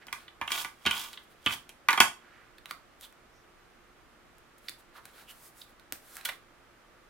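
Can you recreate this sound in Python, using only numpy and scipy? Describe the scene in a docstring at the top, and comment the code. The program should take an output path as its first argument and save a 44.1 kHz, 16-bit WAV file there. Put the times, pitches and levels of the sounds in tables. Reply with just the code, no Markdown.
"""Craft table in a small quiet room. A plastic tape runner is picked up, drawn over card in three short
strokes and dropped: knocks ring its shell and thud the table, gears whirr, glue peels off its carrier.
Card pieces are then lifted, tapped, smoothed and laid down: damped taps, slipping fibres, finger squeaks.
Short reflections, air noise and a faint appliance hum lie behind."""
import sys
import numpy as np
from scipy import signal
from scipy.fft import rfft, irfft, next_fast_len
from scipy.io import wavfile
from scipy.ndimage import uniform_filter1d, map_coordinates

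SR = 44100
rng = np.random.default_rng(int(sys.argv[2]) if len(sys.argv) > 2 else 0)


def store_wav(level_fs):
    """Save 16-bit WAV to argv[1]."""
    pcm = np.round(np.clip(np.atleast_2d(level_fs), -1, 1) * 32767)
    wavfile.write(sys.argv[1], SR, pcm.T.astype(np.int16))


N = 312777
TIME_S = np.arange(N) / SR
HIT_SAMPLES = 4096

# plastic shell modes: f/Hz, width/Hz, level/dB
SHELL_MODES = [(713, 17, -19.5), (650, 30, -10.5), (833, 73, -0.5), (834, 100, -2), (918, 120, -0.5),
               (1178, 57, 1.5), (1358, 36, -8.5), (1477, 52, -1.5), (1557, 59, -7.5), (1628, 37, -7),
               (1664, 120, -5.5), (1840, 40, -10), (2022, 29, -6), (2175, 90, -1.5), (2208, 150, -1),
               (2553, 130, -7.5), (2725, 140, -7.5), (2850, 120, -10), (3008, 42, -6.5), (3274, 140, -1),
               (3352, 240, -3), (3904, 268, -7.5), (3970, 200, -10), (4580, 620, -16)]
# card sheet spectrum: f/Hz, level/dB
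SHEET_SPECTRUM = [(250, -24), (600, -3.5), (1000, -4.5), (1500, 0.5), (2800, -6), (4200, -4.5), (6000, -20),
                  (10000, -37)]
# paper fibre spectrum: f/Hz, level/dB
FIBRE_SPECTRUM = [(1500, -24), (3500, -2), (5000, 3.5), (6500, 3.5), (8500, 6.5), (11500, 7.5), (16000, 3)]


def runner_knocks():
    """Each knock thuds the table once; the shell rebounds twice, weaker and duller each time."""
    # shell and trigger knocks: t/s, ring/dB, ring centre/Hz, snap/dB, thud/dB, loss per rebound/dB
    knocks = [(0.0687, -54, 1890, -45.5, -58, 20), (0.082, -43, 2100, -59, -66, 20),
              (0.1273, -28, 2020, -32, -51.5, 30), (0.2807, -44, 2870, -58.5, -66, 28),
              (0.4134, -28, 1880, -40.5, -43, 5.5), (0.477, -31, 2720, -40, -58, 23),
              (0.505, -33, 1870, -51, -55.5, 25), (0.519, -26, 2830, -25, -59.5, 18),
              (0.6472, -31, 2050, -37, -52.5, 10), (0.853, -32, 2360, -45, -46.5, 2),
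              (0.8629, -21, 2730, -29.5, -32.5, 2.5), (0.9105, -22.5, 2980, -30, -58.5, 30),
              (1.131, -44, 3540, -45, -74, 3), (1.1743, -40, 3100, -69, -77, 21),
              (1.4616, -21, 2570, -31, -34, 2), (1.5074, -30.5, 1880, -56, -57.5, 17),
              (1.527, -33, 2980, -41, -67.5, 10.5), (1.692, -49, 2770, -44, -58.5, 5),
              (1.8863, -13.5, 2150, -24.5, -43.5, 8.5), (1.907, -26.5, 1770, -27, -43, 9.5),
              (1.93, -23, 1900, -27.5, -44, 12.5), (1.9764, -20.5, 1800, -31.5, -42.5, 7),
              (2.003, -7.5, 1947, -10, -26.5, 9)]
    # runner position: t/s, left lead/samples, table low cut/Hz
    places = [(0.13, 2.5, 100), (0.4, 2.5, 85), (1.55, -1.5, 85), (1.85, 2.5, 200)]
    rebound_s, dulling_db = .0058, 7
    place_s, leads, low_cuts_hz = np.transpose(places)
    out = np.zeros((2, N))
    for s, ring_db, centre_hz, snap_db, thud_db, loss_db in knocks:
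        lead = np.interp(s, place_s, leads)
        thud = from_db(thud_db) * table_thud(length_s=.008, low_cut_hz=np.interp(s, place_s, low_cuts_hz))
        add(out, s, left_leads(pan(thud, balance_db=-2), lead))
        for k in range(3):
            hit = shell_hit(ring_db - k * loss_db, centre_hz, snap_db - k * (loss_db + dulling_db), lead)
            add(out, s + k * rebound_s, left_leads(hit, lead))
    return out


def shell_hit(ring_db, centre_hz, snap_db, lead_samples):
    """Hard plastic contact: a bright snap, and a ring around a pitch set by the spot struck."""
    # plastic snap: f/Hz, level/dB
    snap_spectrum = [(1200, -12), (3000, 0), (4500, 0.5), (6000, 0.5), (8000, -1), (11000, 0),
                     (16000, -11.5)]
    force = contact(length_s=.015, first_push=4.8) + from_db(-8.5) * gear_rattle(per_s=820, t60_s=.05)
    shell = body(force, SHELL_MODES, damping_hz=55, scatter_db=2.5)
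    ring = unit_hit(resonate(shell, centre_hz, width_hz=1040))
    snap = pair(lambda: unit_hit(colour(contact(length_s=.012, first_push=1.5), snap_spectrum)), alike=1)
    snap_balance_db = 1.2 * lead_samples - 3.5  # treble shifts toward the leading side
    return pan(from_db(ring_db) * ring, balance_db=-3.3) + pan(from_db(snap_db) * snap, snap_balance_db)


def gear_rattle(per_s, t60_s):
    """Loose gears chatter after a knock; about unit energy."""
    clicks = (rng.random(HIT_SAMPLES) < per_s / SR) * rng.standard_normal(HIT_SAMPLES)
    fade = 1000 ** (-TIME_S[:HIT_SAMPLES] / t60_s)
    return clicks * fade / np.sqrt(np.sum(fade ** 2) * per_s / SR)


def tape_strokes():
    """Spool gears rattle the shell; glue tears off its carrier in tiny snaps."""
    # gear drive on the shell: f/Hz, level/dB
    gear_spectrum = [(200, 11), (800, -8), (1200, -3), (2100, 1.5), (3200, 7), (5000, -5)]
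    # tearing glue: f/Hz, level/dB
    peel_spectrum = [(1500, -10.5), (3500, -1), (5000, 2), (6500, -0.5), (9000, -1), (12000, -1.5),
                     (16000, -4.5)]
    peel_db, peel_lag_s = -1.76, .006  # relative to the gears; the tape must be taut first

    def driven_shell():
        return unit_rms(body(grains(per_s=800, spread_db=4), SHELL_MODES, damping_hz=15, scatter_db=1))

    gears = unit_rms(colour(pair(driven_shell, alike=.85), gear_spectrum))
    glue = pair(lambda: unit_rms(colour(grains(per_s=3000, spread_db=4.5), peel_spectrum)), alike=.7)
    whirr = spool_drive(TIME_S) * gears
    peel = from_db(peel_db) * spool_drive(TIME_S - peel_lag_s) * glue
    return pan(whirr, balance_db=-4) + pan(peel, balance_db=-2)


def spool_drive(t_s):
    """Spool gain: each stroke runs up, holds and runs down."""
    # strokes: full speed t/s, run-up/s, hold/s, run-down/s, whirr/dB
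    strokes = [(0.518, 0.064, 0.087, 0.1, -37.5), (0.942, 0.17, 0.06, 0.21, -40),
               (1.521, .11, 0.012, 0.043, -38)]
    ramp_db = 32
    drive = 0
    for s, up_s, hold_s, down_s, level_db in strokes:
        slack = np.maximum(s - t_s, 0) / up_s + np.maximum(t_s - s - hold_s, 0) / down_s
        drive += from_db(level_db - ramp_db * np.minimum(slack, 10))
    return drive


def card_taps():
    """Heavily damped card: one broad resonance and a crisp edge; long contacts swell as it settles."""
    # card edges and fingernails: t/s, ring/dB, ring centre/Hz, snap/dB, thud/dB, contact/s
    taps = [(2.582, -51, 2370, -59.5, -80, 0.014), (2.657, -39.5, 2490, -48.5, -65, 0.009),
            (2.7095, -31.5, 2050, -40.5, -54, 0.012), (3.0105, -53, 2650, -46, -88, 0.005),
            (3.126, -57, 2170, -59.5, -81, 0.002), (4.383, -65, 1550, -58.5, -73, .004),
            (4.581, -68.5, 2960, -59.5, -82.5, 0.024), (4.684, -33.5, 3613, -44, -69, 0.015),
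            (4.694, -40, 2350, -37, -60, 0.0052), (5.054, -48.5, 2150, -45, -59, .012),
            (5.797, -53.5, 2210, -60, -87, 0.0053), (5.924, -34, 2800, -28.5, -47, 0.00097),
            (6.1555, -63, 2600, -45, -80, .002), (6.1686, -42, 2260, -38.5, -72, 0.0021),
            (6.21, -47.5, 2600, -52.5, -81, 0.014), (6.2505, -31, 3000, -31, -75, 0.045),
            (6.2875, -31.5, 1700, -42, -69, 0.038)]
    out = np.zeros((2, N))
    for s, ring_db, centre_hz, snap_db, thud_db, length_s in taps:
        settle = np.minimum((TIME_S[:HIT_SAMPLES] + 1 / SR) / (.27 * length_s), 1)

        def edge():
            force = whiten(settle * contact(length_s, first_push=3.7))
            return unit_hit(colour(force, FIBRE_SPECTRUM))

        sheet = colour(settle * contact(length_s, first_push=2.4), SHEET_SPECTRUM)
        ring = from_db(ring_db) * unit_hit(resonate(sheet, centre_hz, width_hz=2100))
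        snap = from_db(snap_db) * pair(edge, alike=.9)
        thud = from_db(thud_db) * table_thud(length_s=.0085, low_cut_hz=85)
        add(out, s, pan(ring + thud, balance_db=-4.5) + pan(snap, balance_db=-2))
    return out


def finger_slips():
    """Skin slides on card, or on the runner as the hand lifts it, and excites one resonance, swelling and
    fading."""
    # brushes and squeaks: centre t/s, level/dB, f/Hz, width/Hz, length/s
    slips = [(0.024, -53.5, 1590, 1500, 0.052), (2.342, -58, 1480, 1360, 0.51),
             (3.042, -50.5, 3436, 1208, 0.065), (3.368, -72, 5650, 1300, .16),
             (4.686, -39.5, 4350, 1090, 0.0089), (4.961, -50.5, 1260, 895, 0.023),
             (4.984, -48, 1150, 800, 0.027), (5.297, -51.5, 2850, 713, 0.072),
             (5.618, -44, 3860, 1008, 0.0089), (6.182, -54, 1290, 1400, 0.076)]
    out = np.zeros((2, N))
    for s, level_db, hz, width_hz, length_s in slips:
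        swell = signal.windows.hann(int(length_s * SR) + 3)
        friction = rng.standard_normal(len(swell))
        slip = resonate(resonate(friction, hz, width_hz), hz, width_hz)
        add(out, s - length_s / 2, pan(from_db(level_db) * unit_hit(swell * slip), balance_db=-4.5))
    return out


def card_rubs():
    """Paper fibres catch and slip, louder with speed; the sheet radiates the lower part."""
    # fingers and card sliding on card: fastest t/s, length/s, rustle/dB, hiss/dB
    rubs = [(0.21, 0.13, -60, -68), (1.24, .025, -74, -66), (1.318, 0.049, -66, -68),
            (2.71, 0.045, -53, -58), (3.04, 0.05, -59, -52.5), (4.675, .09, -64.5, -64),
            (4.8, 0.033, -68, -62.5), (4.974, .05, -55.5, -62), (5.077, 0.09, -64, -69),
            (5.198, 0.11, -57, -59), (5.308, 0.038, -58, -52.5), (5.372, 0.11, -68, -63),
            (5.461, 0.081, -65, -54.5), (5.606, 0.082, -65, -55.5), (5.7, .06, -69, -69),
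            (6.086, .11, -64, -59.5), (6.16, 0.073, -60.5, -53.5), (6.188, 0.041, -56, -67),
            (6.293, 0.1, -49.5, -56)]
    rise_share = .59
    rustle = hiss = 0
    for s, length_s, rustle_db, hiss_db in rubs:
        from_peak = np.maximum((s - TIME_S) / rise_share, (TIME_S - s) / (1 - rise_share)) / length_s
        speed = np.exp(-np.minimum(from_peak, 10) ** 2)
        rustle += from_db(rustle_db) * speed
        hiss += from_db(hiss_db) * speed
    sheet = pair(lambda: unit_rms(colour(grains(per_s=11000, spread_db=4), SHEET_SPECTRUM)), alike=.79)
    fibres = pair(lambda: unit_rms(colour(grains(per_s=37000, spread_db=3.5), FIBRE_SPECTRUM)), alike=.63)
    return pan(rustle * sheet, balance_db=-3) + pan(hiss * fibres, balance_db=-1)


def table_thud(length_s, low_cut_hz):
    """A blow rings the table's low modes; a stiff spot gives less bass."""
    # table top modes: f/Hz, width/Hz, level/dB
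    table_modes = [(59, 20, -3), (108, 11, 1.5), (163.4, 3.4, 1), (213.4, 53.6, 0.5), (275, 54, -0.5),
                   (354.9, 37.3, 1), (440, 34, -6.5), (600, 130, -5)]
    top = body(contact(length_s, first_push=25), table_modes, damping_hz=9, scatter_db=3)
    highpass = signal.butter(2, low_cut_hz, "high", fs=SR, output="sos")
    return unit_hit(signal.sosfilt(highpass, top))


def reflections(x, first_echo_s):
    """Table and walls return a short tail that dies band by band."""
    # tail bands: f/Hz, level/dB
    bands = [(100, -3.5), (300, -7.5), (600, -0.5), (1100, -1), (2200, -6.5), (4000, -5.5), (8000, -4),
             (16000, -6)]
    # tail decay: f/Hz, T60/s
    decay_times = [(200, .3), (600, .25), (2000, .24), (5000, .26), (16000, .22)]
    size = SR // 2
    t_s, hz = TIME_S[:size], np.fft.rfftfreq(size, 1 / SR)
    noise = rfft(diffuse_noise(size))
    response = 0
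    for centre_hz, level_db in bands:
        band_weight = at_hz([(band_hz, band_hz == centre_hz) for band_hz, _ in bands], hz)
        decay = (t_s > first_echo_s) * 1000 ** (-t_s / at_hz(decay_times, centre_hz))
        response += from_db(level_db) * unit_rms(decay) / np.sqrt(size) * irfft(noise * band_weight, size)
    return signal.fftconvolve(x, response, axes=1)[:, :N]


def room_tone():
    """Steady air noise and faint appliance hum."""
    # air noise: f/Hz, level/dB
    air_spectrum = [(12, -27), (20, -1.5), (63, -7), (86, -16.5), (117, -14), (230, -12), (258, -12),
                    (351, -9), (382, -15.5), (416, -10.5), (1020, -14), (1180, -10), (5070, -27.5),
                    (15200, -36.5), (16500, -57)]
    # hum tones: f/Hz, level/dB
    tones = [(120, -79.5), (236, -80), (355, -75)]
    air = from_db(-59.5) * unit_rms(colour(diffuse_noise(N), air_spectrum))
    hum = sum(from_db(db) * np.sqrt(2) * np.sin(2 * np.pi * (hz * TIME_S + rng.random()))
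              for hz, db in tones)
    return pan(air + hum, balance_db=-2)


def diffuse_noise(size):
    """White noise from all sides, unrelated between channels in the treble."""
    # diffuse field: f/Hz, channel correlation
    correlation = [(30, 0.25), (200, .85), (500, 0.37), (1000, 0.37), (2000, 0.51), (4000, 0), (16000, 0)]
    padded = 2 * next_fast_len(size // 2 + 1)
    alike = at_hz(correlation, np.fft.rfftfreq(padded, 1 / SR))
    mid, side = rfft(rng.standard_normal((2, padded)))
    return irfft(mid_side(mid, side, alike))[:, :size]


def contact(length_s, first_push):
    """Touch force: a push, then micro-slips dying within the contact length."""
    fade = 1000 ** (-TIME_S[:HIT_SAMPLES] / length_s)
    force = rng.standard_normal(HIT_SAMPLES) * fade
    force[0] = first_push
    return whiten(force) * np.sqrt(fade)


def grains(per_s, spread_db):
    """Random tiny slips of uneven size; unit rms."""
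    sizes = from_db(spread_db * np.minimum(rng.exponential(1, N), 4)) * rng.choice([-1, 1], N)
    return unit_rms(sizes * (rng.random(N) < per_s / SR))


def body(force, modes, damping_hz, scatter_db):
    """Parallel hand-damped modes; their strengths vary with the contact point."""
    strengths = from_db(rng.normal(0, scatter_db, len(modes)))
    return sum((-1) ** k * strengths[k] * from_db(db) * resonate(force, hz, width_hz + damping_hz)
               for k, (hz, width_hz, db) in enumerate(modes))


def resonate(x, hz, width_hz):
    """One resonance, unit peak gain."""
    radius = np.exp(-np.pi * width_hz / SR)
    feedforward = np.array([1, 0, -1]) * (1 - radius ** 2) / 2
    feedback = [1, -2 * radius * np.cos(2 * np.pi * hz / SR), radius ** 2]
    return signal.lfilter(feedforward, feedback, x + 1e-18)


def colour(x, spectrum):
    """Minimum-phase filter from (f/Hz, level/dB) points."""
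    gain = from_db(at_hz(spectrum, np.fft.rfftfreq(2 * HIT_SAMPLES, 1 / SR)))
    cepstrum = irfft(np.log(gain))
    cepstrum[1:HIT_SAMPLES] *= 2
    cepstrum[HIT_SAMPLES + 1:] = 0
    response = irfft(np.exp(rfft(cepstrum)))[:HIT_SAMPLES]
    return signal.oaconvolve(x, np.array(response, ndmin=x.ndim), axes=-1)[..., :x.shape[-1]]


def whiten(force):
    """Flatten the spectrum of a short force."""
    spectrum = rfft(force, 2 * HIT_SAMPLES)
    return irfft(spectrum / (np.abs(spectrum) + 1e-9))[:HIT_SAMPLES]


def pair(make, alike):
    """Stereo from two draws of a sound."""
    return mid_side(make(), make(), alike)


def mid_side(mid, side, alike):
    """Two channels with correlation `alike`."""
    return np.sqrt((1 + alike) / 2) * mid + np.sqrt((1 - alike) / 2) * side * [[1], [-1]]


def pan(x, balance_db):
    """Constant-power pan; positive is left."""
    return x * unit_rms(from_db(np.array([[balance_db], [-balance_db]]) / 2))


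def left_leads(x, lead_samples):
    """Delay the far channel; a negative lead delays the left."""
    return np.array([map_coordinates(channel, [np.arange(len(channel)) - max(delay, 0)], order=5)
                     for channel, delay in zip(x, (-lead_samples, lead_samples))])


def add(out, start_s, sound):
    start = max(int(start_s * SR), 0)
    out[:, start:start + sound.shape[-1]] += sound[:, :N - start]


def at_hz(points, hz):
    """Interpolate (f/Hz, value) points over log frequency."""
    points_hz, values = np.array(points, float).T
    return np.interp(np.log(np.maximum(hz, 1)), np.log(points_hz), values)


def unit_hit(x):
    """Scale the loudest 5 ms to unit rms."""
    return x / np.sqrt(uniform_filter1d(x ** 2, int(.005 * SR)).max() + 1e-20)


def unit_rms(x):
    return x / np.sqrt(np.mean(x ** 2) + 1e-20)


def from_db(db):
    return 10 ** (np.asarray(db) / 20)


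def scene():
    """Runner, card, their reflections and the room tone."""
    runner_send_db, card_send_db = .4, -.8
    runner = runner_knocks() + tape_strokes()
    card = card_taps() + finger_slips() + card_rubs()
    to_walls = from_db(runner_send_db) * runner + from_db(card_send_db) * card
    return runner + card + reflections(to_walls, first_echo_s=.0025) + room_tone()


def record(dry):
    """Soft peak limit, then a steep low-pass."""
    ceiling, cutoff_hz = .92, 16100
    limited = dry / (1 + (dry / ceiling) ** 4) ** .25
    lowpass = signal.ellip(10, .1, 90, cutoff_hz, fs=SR, output="sos")
    return signal.sosfilt(lowpass, limited)


dry = scene()
out = record(dry)
store_wav(out)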